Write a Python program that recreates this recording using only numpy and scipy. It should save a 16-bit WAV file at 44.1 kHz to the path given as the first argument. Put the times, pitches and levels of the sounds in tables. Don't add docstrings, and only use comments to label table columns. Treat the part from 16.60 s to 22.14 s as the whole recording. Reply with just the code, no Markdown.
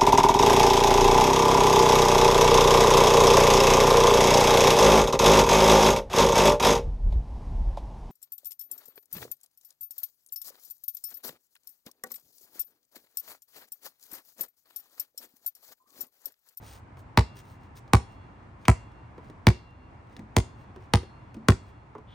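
import sys
import numpy as np
from scipy import signal
from scipy.fft import rfft, irfft
from scipy.io import wavfile
from scipy.ndimage import uniform_filter1d

SR = 44100
rng = np.random.default_rng(int(sys.argv[2]) if len(sys.argv) > 2 else 0)


def wav_out(sig):
    wavfile.write(sys.argv[1], SR, np.round(np.clip(np.atleast_2d(sig).T, -1, 1) * 32767).astype(np.int16))


N = 244314

# (frequency [Hz], relative density [dB])
TRAFFIC_SPECTRUM = [(15, -35.5), (25, -10.5), (60, -1), (120, 0), (150, -8.5), (280, -11), (480, -19.5),
                    (950, -14), (1500, -23.5), (2200, -27.5), (3200, -39.5), (5000, -46.5), (8000, -52.5),
                    (16000, -67)]
# (time [s], relative level [dB])
TRAFFIC_DRIFT = [(0.0, -57.5), (1.25, -58.5), (1.53, -57), (2.76, -57.5), (3.08, -61.5), (4.29, -56),
                 (5.18, -61), (5.54, -60.5)]
# (frequency [Hz], likeness [0-1])
EAR_LIKENESS = [(100, 0.98), (400, 0.6), (1000, 0), (2500, 0.1), (8000, 0.3)]
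# (time [s], length [s], level [dB])
SCUFFS = [(0, .21, -53.5), (.362, 0.067, -65), (.744, 0.08, -56), (0.801, 0.19, -66), (1.149, 0.052, -55)]
# (frequency [Hz], relative level [dB])
BRUSH_SPECTRUM = [(300, -10.5), (1500, 2.5), (3500, 0), (6000, -2.5), (9000, -4.5), (16000, -4.5)]
# (time [s], level [dB], pitch [Hz], tick level [dB])
PATS = [(.026, -53, 484, -65), (.371, -52, 460, -59.5), (2.58, -42, 420, -61), (3.566, -47.5, 261.3, -47.5),
        (3.593, -43, 211, -52), (4.161, -40.5, 365, -56), (4.744, -42, 316, -49.5),
        (4.768, -40, 223.7, -63), (5.351, -38, 421, -63), (5.382, -44, 428, -60.5)]
# (time [s], force [dB], squash time [s], bite [dB], sizzle [dB],
#           knock pitch [Hz], knock level [dB], shell wobble [dB])
BOUNCES = [(.5752, -1, .016, 3.5, -1.5, 920, -12, 1), (1.335, .5, 0.01385, -1.5, 4, 932, -7.5, -2.5),
           (2.083, 1, 0.015, -8, 3.5, 990, -9, 0), (2.8698, 2, .0108, -3.5, -4, 332, -19.5, -2.5),
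           (3.7667, -4, 0.016, -3, 3, 1870, -23, 5), (4.3375, -3, 0.01332, 2.5, .5, 924, -16.5, -0.5),
           (4.8861, .5, .012, -1.5, 1.5, 1120, -9.5, 5)]
# (frequency [Hz], relative level [dB])
CRACK_SPECTRUM = [(100, -27), (300, -12), (700, 8), (1200, 4.5), (1600, 1), (2200, 2.5), (3000, -2.5),
                  (4600, -4.5), (6200, -11), (9000, -11), (12000, -15.5), (16000, -18)]
# (first pitch [Hz], last pitch [Hz], time constant [s])
THUMP_GLIDE = (355, 66, .0062)
# (frequency [Hz], relative level [dB], t60 [s])
SHELL_MODES = [(193, -23.5, 0.086), (249.6, -24.5, 0.11), (360.2, -24.5, 0.1), (381.7, -26, 0.11),
               (470.5, -26, 0.09), (681, -27, .06), (823.5, -28.5, 0.085), (1007, -32, 0.087)]
# (frequency [Hz], relative level [dB], t60 [s])
AIR_MODES = [(955, -41.5, 0.31), (1510, -64.5, 0.24), (2100, -55.5, 0.51), (2756, -60.5, 1.7),
             (3360, -67, 1.7), (3550, -69.5, 1.2), (4030, -68.5, .9), (4276, -66.5, 1.3), (4600, -66.5, .5)]
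# (time [s], distance [m])
WALL_DISTANCE = [(.58, 3.06), (2.08, 2.94), (3.77, 3.2), (4.89, 3.18)]
# (frequency [Hz], relative level [dB], t60 [s])
YARD_SCATTER = [(60, -20, 0.26), (200, -20.5, 0.26), (490, -9, 0.17), (1000, -13.5, 0.15),
                (2520, -16, 0.24), (5350, -10.5, 0.25), (8700, -10.5, 0.19), (16130, -19.5, 0.092)]
# (time [s], level [dB], pitch [Hz], tick level [dB])
STEPS = [(1.278, -47.5, 527, -58.5), (2.0532, -39.5, 2380, -43), (2.699, -39, 300, -54),
         (4.4316, -35, 430, -56)]
# (time [s], length [s], level [dB])
CHIRP = (5.46, 0.14, -62.5)
# (frequency [Hz], phase by which left leads [rad])
PORT_PHASE = [(50, 0), (400, 0), (900, -.25), (1810, .3), (3010, 1.1), (4570, 0), (6630, .2), (7580, 3.5),
              (8350, 6), (9560, 5), (11000, 3.1), (13900, .3), (16000, -.4)]
# (frequency [Hz], left minus right [dB])
PORT_BALANCE = [(100, -.5), (350, .4), (700, -2.4), (1400, -1.5), (2800, 2.3), (5600, 1.7), (11000, .3)]
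# (frequency [Hz], gain [dB])
MIC_COLOUR = [(20, -15), (45, 0.5), (9700, 2), (11000, -5.5), (11900, -16.5), (13300, -1.5), (15500, -0.5),
              (16500, -8)]

TRAFFIC_DB, DRIFT_SHARE = -50, 0.46
SCUFF_DB_PER_OCTAVE = 1.5
RUSTLES_PER_S, RUSTLE_S, RUSTLE_DB, RUSTLE_DB_PER_OCTAVE = 1.7, 0.099, -69.5, -3
PAT_HZ, PAT_DECAY_S, PAT_DAMPING_POWER = 454, 0.011, 1.9
CLAP_HZ, CLAP_DB, CLAP_DB_PER_OCTAVE, CLAP_DECAY_S = 1010, -0.5, 23, .011
PALM_HZ, PALM_DB, PALM_DECAY_S = 230, -4, 0.01
TAP_RISE_S = .0008
THUMP_DB, CRACK_DB, SHELL_DB, AIR_DB, SQUASH_S = -10, -1.2, 1, -6, .0135
CRACK_DB_PER_DB = 0.18
SHELL_DB_PER_HALVING = 6.5
BITE_HZ, SIZZLE_HZ = 4160, 8350
WOBBLE_HZ, WOBBLE_OCTAVES = 380, .5
SLAP_S, SLAP_POWER = .0025, 1.8
SOUND_M_PER_S = 343
STEP_DECAY_S = 0.0061
GRIT_PER_S, GRIT_DB, GRIT_HZ, GRIT_DECAY_S = 2, -68, 900, .003
CHIRP_HZ = 3300
EDGE_HZ = 16700


def gain_of(db):
    return 10 ** (np.asarray(db) / 20)


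def evened(x):
    return x / np.sqrt(np.mean(x ** 2) + 1e-20)


def read(points, hz):
    f, value = np.transpose(points)
    return np.interp(np.log(hz + 1), np.log(f + 1), value)


def bins(size):
    return np.fft.rfftfreq(size, 1 / SR)


def octaves(hz, centre_hz):
    return np.log2((hz + 20) / centre_hz)


def add(mix, s, sound):
    part = mix[..., max(round(s * SR), 0):][..., :sound.shape[-1]]
    part += sound[..., :part.shape[-1]]


def coloured(x, db):
    return irfft(rfft(x) * gain_of(db), x.shape[-1])


def noise_of(size, db):
    return evened(coloured(rng.standard_normal(size), db))


def delayed(x, s, corner_hz):
    hz = bins(x.shape[-1])
    shift = np.exp(-2j * np.pi * hz * s)
    return irfft(rfft(x) * shift / (1 + 1j * hz / corner_hz), x.shape[-1])


def two_ears(a, b):
    same = np.clip(read(EAR_LIKENESS, bins(len(a))), 0, 1)
    mid = rfft(a) * np.sqrt((1 + same) / 2)
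    side = rfft(b) * np.sqrt((1 - same) / 2)
    return irfft(np.array([mid + side, mid - side]), len(a))


def traffic(flutter_db=0.55):
    hiss = evened(coloured(two_ears(*rng.standard_normal((2, N))), read(TRAFFIC_SPECTRUM, bins(N))))
    s, db = np.transpose(TRAFFIC_DRIFT)
    drift_db = DRIFT_SHARE * np.interp(np.arange(N) / SR, s, db - db.mean())
    flutter = noise_of(N, -np.minimum(bins(N) * 2, 120))
    return hiss * gain_of(TRAFFIC_DB + drift_db + flutter_db * flutter)


def stroke(length_s):
    return np.hanning(int(np.clip(length_s, .01, .45) * SR)) ** .63


def rub(length_s, db_per_octave, grain_db=3):
    noise, grains = rng.standard_normal((2, SR // 2))
    grainy = noise * gain_of(grain_db * evened(uniform_filter1d(grains, size=60)))
    hz, swell = bins(len(grainy)), stroke(length_s)
    brush_db = read(BRUSH_SPECTRUM, hz) + db_per_octave * octaves(hz, 4000)
    return evened(coloured(grainy, brush_db))[:len(swell)] * swell


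def scuffs():
    out, count = np.zeros(N), round(RUSTLES_PER_S * N / SR)
    for s, length_s, db in SCUFFS:
        add(out, s, gain_of(db) * rub(length_s, SCUFF_DB_PER_OCTAVE))
    for s in (np.arange(count) + rng.random(count)) / RUSTLES_PER_S:
        add(out, s, gain_of(RUSTLE_DB) * rub(RUSTLE_S, RUSTLE_DB_PER_OCTAVE))
    return out


def blow(t, pitch_hz, decay_s, tone, width, rise_s=0.0024):
    band = noise_of(len(t), -width * abs(octaves(bins(len(t)), pitch_hz)))
    body = evened(tone * np.sin(2 * np.pi * pitch_hz * t) + band)
    return body * np.exp(-t / decay_s) * (1 - np.exp(-t / rise_s))


def tick(t, tick_s=0.0026, spread_s=.01, spread_db=-14):
    hz = bins(len(t))
    fizz = noise_of(len(t), read(BRUSH_SPECTRUM, hz) - 4 * np.maximum(octaves(hz, 2500), 0))
    return fizz * (np.exp(-t / tick_s) + gain_of(spread_db) * np.exp(-t / spread_s))


def pats():
    t, out = np.arange(SR // 4) / SR, np.zeros(N)
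    for s, db, pitch_hz, tick_db in PATS:
        decay_s = PAT_DECAY_S * (PAT_HZ / pitch_hz) ** PAT_DAMPING_POWER
        clap_db = CLAP_DB + CLAP_DB_PER_OCTAVE * np.log2(pitch_hz / PAT_HZ)
        body = blow(t, pitch_hz, decay_s, tone=1.4, width=17)
        clap = gain_of(clap_db) * blow(t, CLAP_HZ, CLAP_DECAY_S, tone=1.2, width=22, rise_s=TAP_RISE_S)
        palm = gain_of(PALM_DB) * blow(t, PALM_HZ, PALM_DECAY_S, tone=.3, width=13, rise_s=TAP_RISE_S)
        add(out, s, gain_of(db) * (body + clap + palm) + gain_of(tick_db) * tick(t))
    return out


def onset_fizz(t, db=-15, rise_s=0.00075):
    fizz = noise_of(len(t), read(BRUSH_SPECTRUM, bins(len(t))))
    return gain_of(db) * fizz * np.exp(-t[::-1] / rise_s)


def click(db):
    log_gain = np.log(gain_of(np.r_[db, db[-2:0:-1]]))
    pulse = np.fft.ifft(np.exp(np.conj(signal.hilbert(log_gain)))).real
    return pulse / abs(pulse).max()


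def crack(t, bite_db, sizzle_db, grit_db=-26, grit_s=0.0031, spread=0.99):
    hz = bins(len(t))
    bite = bite_db * np.exp(-(octaves(hz, BITE_HZ) / 0.53) ** 2)
    sizzle = sizzle_db * np.exp(-(octaves(hz, SIZZLE_HZ) / 0.32) ** 2)
    pulse = click(read(CRACK_SPECTRUM, hz) + bite + sizzle)
    shared, apart = rng.standard_normal((2, len(t)))
    ears = np.array([shared + spread * apart, shared - spread * apart])
    grit = gain_of(grit_db) * ears * np.exp(-t / grit_s)
    return -pulse - signal.fftconvolve(grit, pulse[None], axes=1)[:, :len(t)]


def knock(t, hz, decay_s=0.0015):
    return np.sin(2 * np.pi * hz * t) * np.exp(-t / decay_s)


def thump(t, swell_s, steep=1.27, release_s=0.048):
    start_hz, end_hz, glide_s = THUMP_GLIDE
    turns = end_hz * t + (start_hz - end_hz) * glide_s * (1 - np.exp(-t / glide_s))
    swell = (t / swell_s * np.exp(1 - t / swell_s)) ** steep
    return -np.sin(2 * np.pi * turns) * swell * np.exp(-(t / release_s) ** 4)


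def shell_ring(t, wobble_db, vary_db=1.5, detune=0.024):
    out = np.zeros(len(t))
    draws = rng.standard_normal((len(SHELL_MODES), 2))
    for k, ((hz, db, t60), (a, b)) in enumerate(zip(SHELL_MODES, draws)):
        lift_db = wobble_db * np.exp(-(octaves(hz, WOBBLE_HZ) / WOBBLE_OCTAVES) ** 2)
        level = gain_of(db + vary_db * a + lift_db - 60 * t / t60)
        out += level * np.sin(2 * np.pi * hz * (1 + detune * b) * t) * (-1) ** k
    return out


def ball_air(t, beat_hz=4.5, twin=0.58, rise_s=0.023, vary_db=2.5):
    out = np.zeros(len(t))
    draws = rng.standard_normal((len(AIR_MODES), 2))
    for (hz, db, t60), (a, b) in zip(AIR_MODES, draws):
        twin_hz = hz + beat_hz * np.exp(0.33 * b)
        pair = np.sin(2 * np.pi * hz * t) - twin * np.sin(2 * np.pi * twin_hz * t)
        out += gain_of(db + vary_db * a - 60 * t / t60) * pair
    return out * (1 - np.exp(-t / rise_s))


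def smeared(x, t, share, smear_s):
    rough = rng.standard_normal(x.shape) * np.exp(-t / smear_s)
    return x + share * signal.fftconvolve(x, rough / np.linalg.norm(rough[0]), axes=1)[:, :len(t)]


def echoed(top, t, wall_s, bank_db=-10, wall_db=-14, house_db=-24, bank_share=.64, house_share=1.85,
           wall_lift_db=5):
    bank = delayed(smeared(top, t, share=1.0, smear_s=.003), bank_share * wall_s, corner_hz=2490)
    wall = delayed(smeared(top, t, share=0.15, smear_s=0.0014), wall_s, corner_hz=14000)
    wall = coloured(wall, wall_lift_db * np.clip(octaves(bins(len(t)), 2500), 0, 1))
    house = delayed(smeared(top, t, share=1.4, smear_s=0.0043), house_share * wall_s, corner_hz=8000)
    return top + gain_of(bank_db) * bank + gain_of(wall_db) * wall + gain_of(house_db) * house


def bounces(slap=0.16, shell_slap=1.06):
    t, out = np.arange(SR) / SR, np.zeros((2, N))
    lead = t[:len(t) // 100]
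    for s, force_db, squash_s, bite_db, sizzle_db, knock_hz, knock_db, wobble_db in BOUNCES:
        wall_s = 2 * np.interp(s, *np.transpose(WALL_DISTANCE)) / SOUND_M_PER_S
        slowness = squash_s / SQUASH_S
        crack_db = CRACK_DB + CRACK_DB_PER_DB * force_db
        shell_db = SHELL_DB - SHELL_DB_PER_HALVING * np.log2(slowness)
        snap = gain_of(crack_db) * crack(t, bite_db, sizzle_db)
        bonk = gain_of(knock_db) * knock(t, knock_hz)
        slap_s = SLAP_S * slowness ** SLAP_POWER
        top = snap + bonk + delayed(slap * snap + shell_slap * bonk, slap_s, corner_hz=2500)
        low = gain_of(THUMP_DB + force_db) * thump(t, squash_s)
        low = low + 0.32 * delayed(low, 0.52 * wall_s, 2000) + 0.54 * delayed(low, wall_s, 2000)
        ring = gain_of(shell_db) * shell_ring(t, wobble_db) + gain_of(AIR_DB) * ball_air(t)
        add(out, s, echoed(top, t, wall_s) + low + ring)
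        add(out, s - lead[-1], gain_of(crack_db) * onset_fizz(lead))
    return out


def steps():
    t, out = np.arange(SR // 4) / SR, np.zeros(N)
    for s, db, pitch_hz, tick_db in STEPS:
        tap = blow(t, pitch_hz, STEP_DECAY_S, tone=.5, width=16, rise_s=TAP_RISE_S)
        add(out, s, gain_of(db) * tap + gain_of(tick_db) * tick(t))
    for s in rng.uniform(0, N / SR, round(GRIT_PER_S * N / SR)):
        grain = blow(t, GRIT_HZ, GRIT_DECAY_S, tone=.6, width=12) + tick(t)
        add(out, s, gain_of(GRIT_DB) * grain)
    return out


def chirp(width_hz=330, air_db=-2, air_db_per_octave=-6):
    (s, length_s, db), out = CHIRP, np.zeros(N)
    swell = stroke(length_s)
    whistle = noise_of(SR, -20 * np.log10(1 + ((bins(SR) - CHIRP_HZ) / width_hz) ** 2))
    air = gain_of(air_db) * rub(length_s, air_db_per_octave)
    add(out, s, gain_of(db) * (whistle[:len(swell)] * swell + air))
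    return out


def yard(x, rise_s=0.0098, far_db=-28, far_t60=0.64):
    out, table = np.zeros((2, N)), np.array(YARD_SCATTER)
    edges = [0] + [int((row[0] - .1) * SR) for row in BOUNCES[1:]] + [N]
    for start, end in zip(edges, edges[1:]):
        hz, t, z = signal.stft(two_ears(*rng.standard_normal((2, SR))), SR, nperseg=256)
        t60 = read(table[:, ::2], hz)[:, None]
        fade = gain_of(-60 * t / t60) + gain_of(far_db - 60 * t / far_t60)
        level = gain_of(read(table[:, :2], hz))[:, None] * np.sqrt(np.log(10 ** 6) / (t60 * SR))
        arrival = 1 - np.exp(-(t / rise_s) ** 2)
        tail = signal.istft(z * fade * level * arrival, SR, nperseg=256)[1]
        add(out, start / SR, signal.fftconvolve(x[None, start:end], tail, axes=1))
    return out


def ports(x):
    hz = bins(N)
    tilt = gain_of(read(PORT_BALANCE, hz) / 2)
    return irfft(rfft(x) * np.array([tilt, np.exp(-1j * read(PORT_PHASE, hz)) / tilt]), N)


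def scene():
    near = bounces() + pats() + steps() + scuffs() + chirp()
    return ports(near) + yard(near.mean(0)) + traffic()


def record(dry):
    x = coloured(dry, read(MIC_COLOUR, bins(N)))
    x = x / (1 + (x / .95) ** 8) ** (1 / 8)
    lowpass = signal.firwin(511, EDGE_HZ, window=("kaiser", 9), fs=SR)
    return signal.oaconvolve(x, lowpass[None], "same")


dry = scene()
out = record(dry)
wav_out(out)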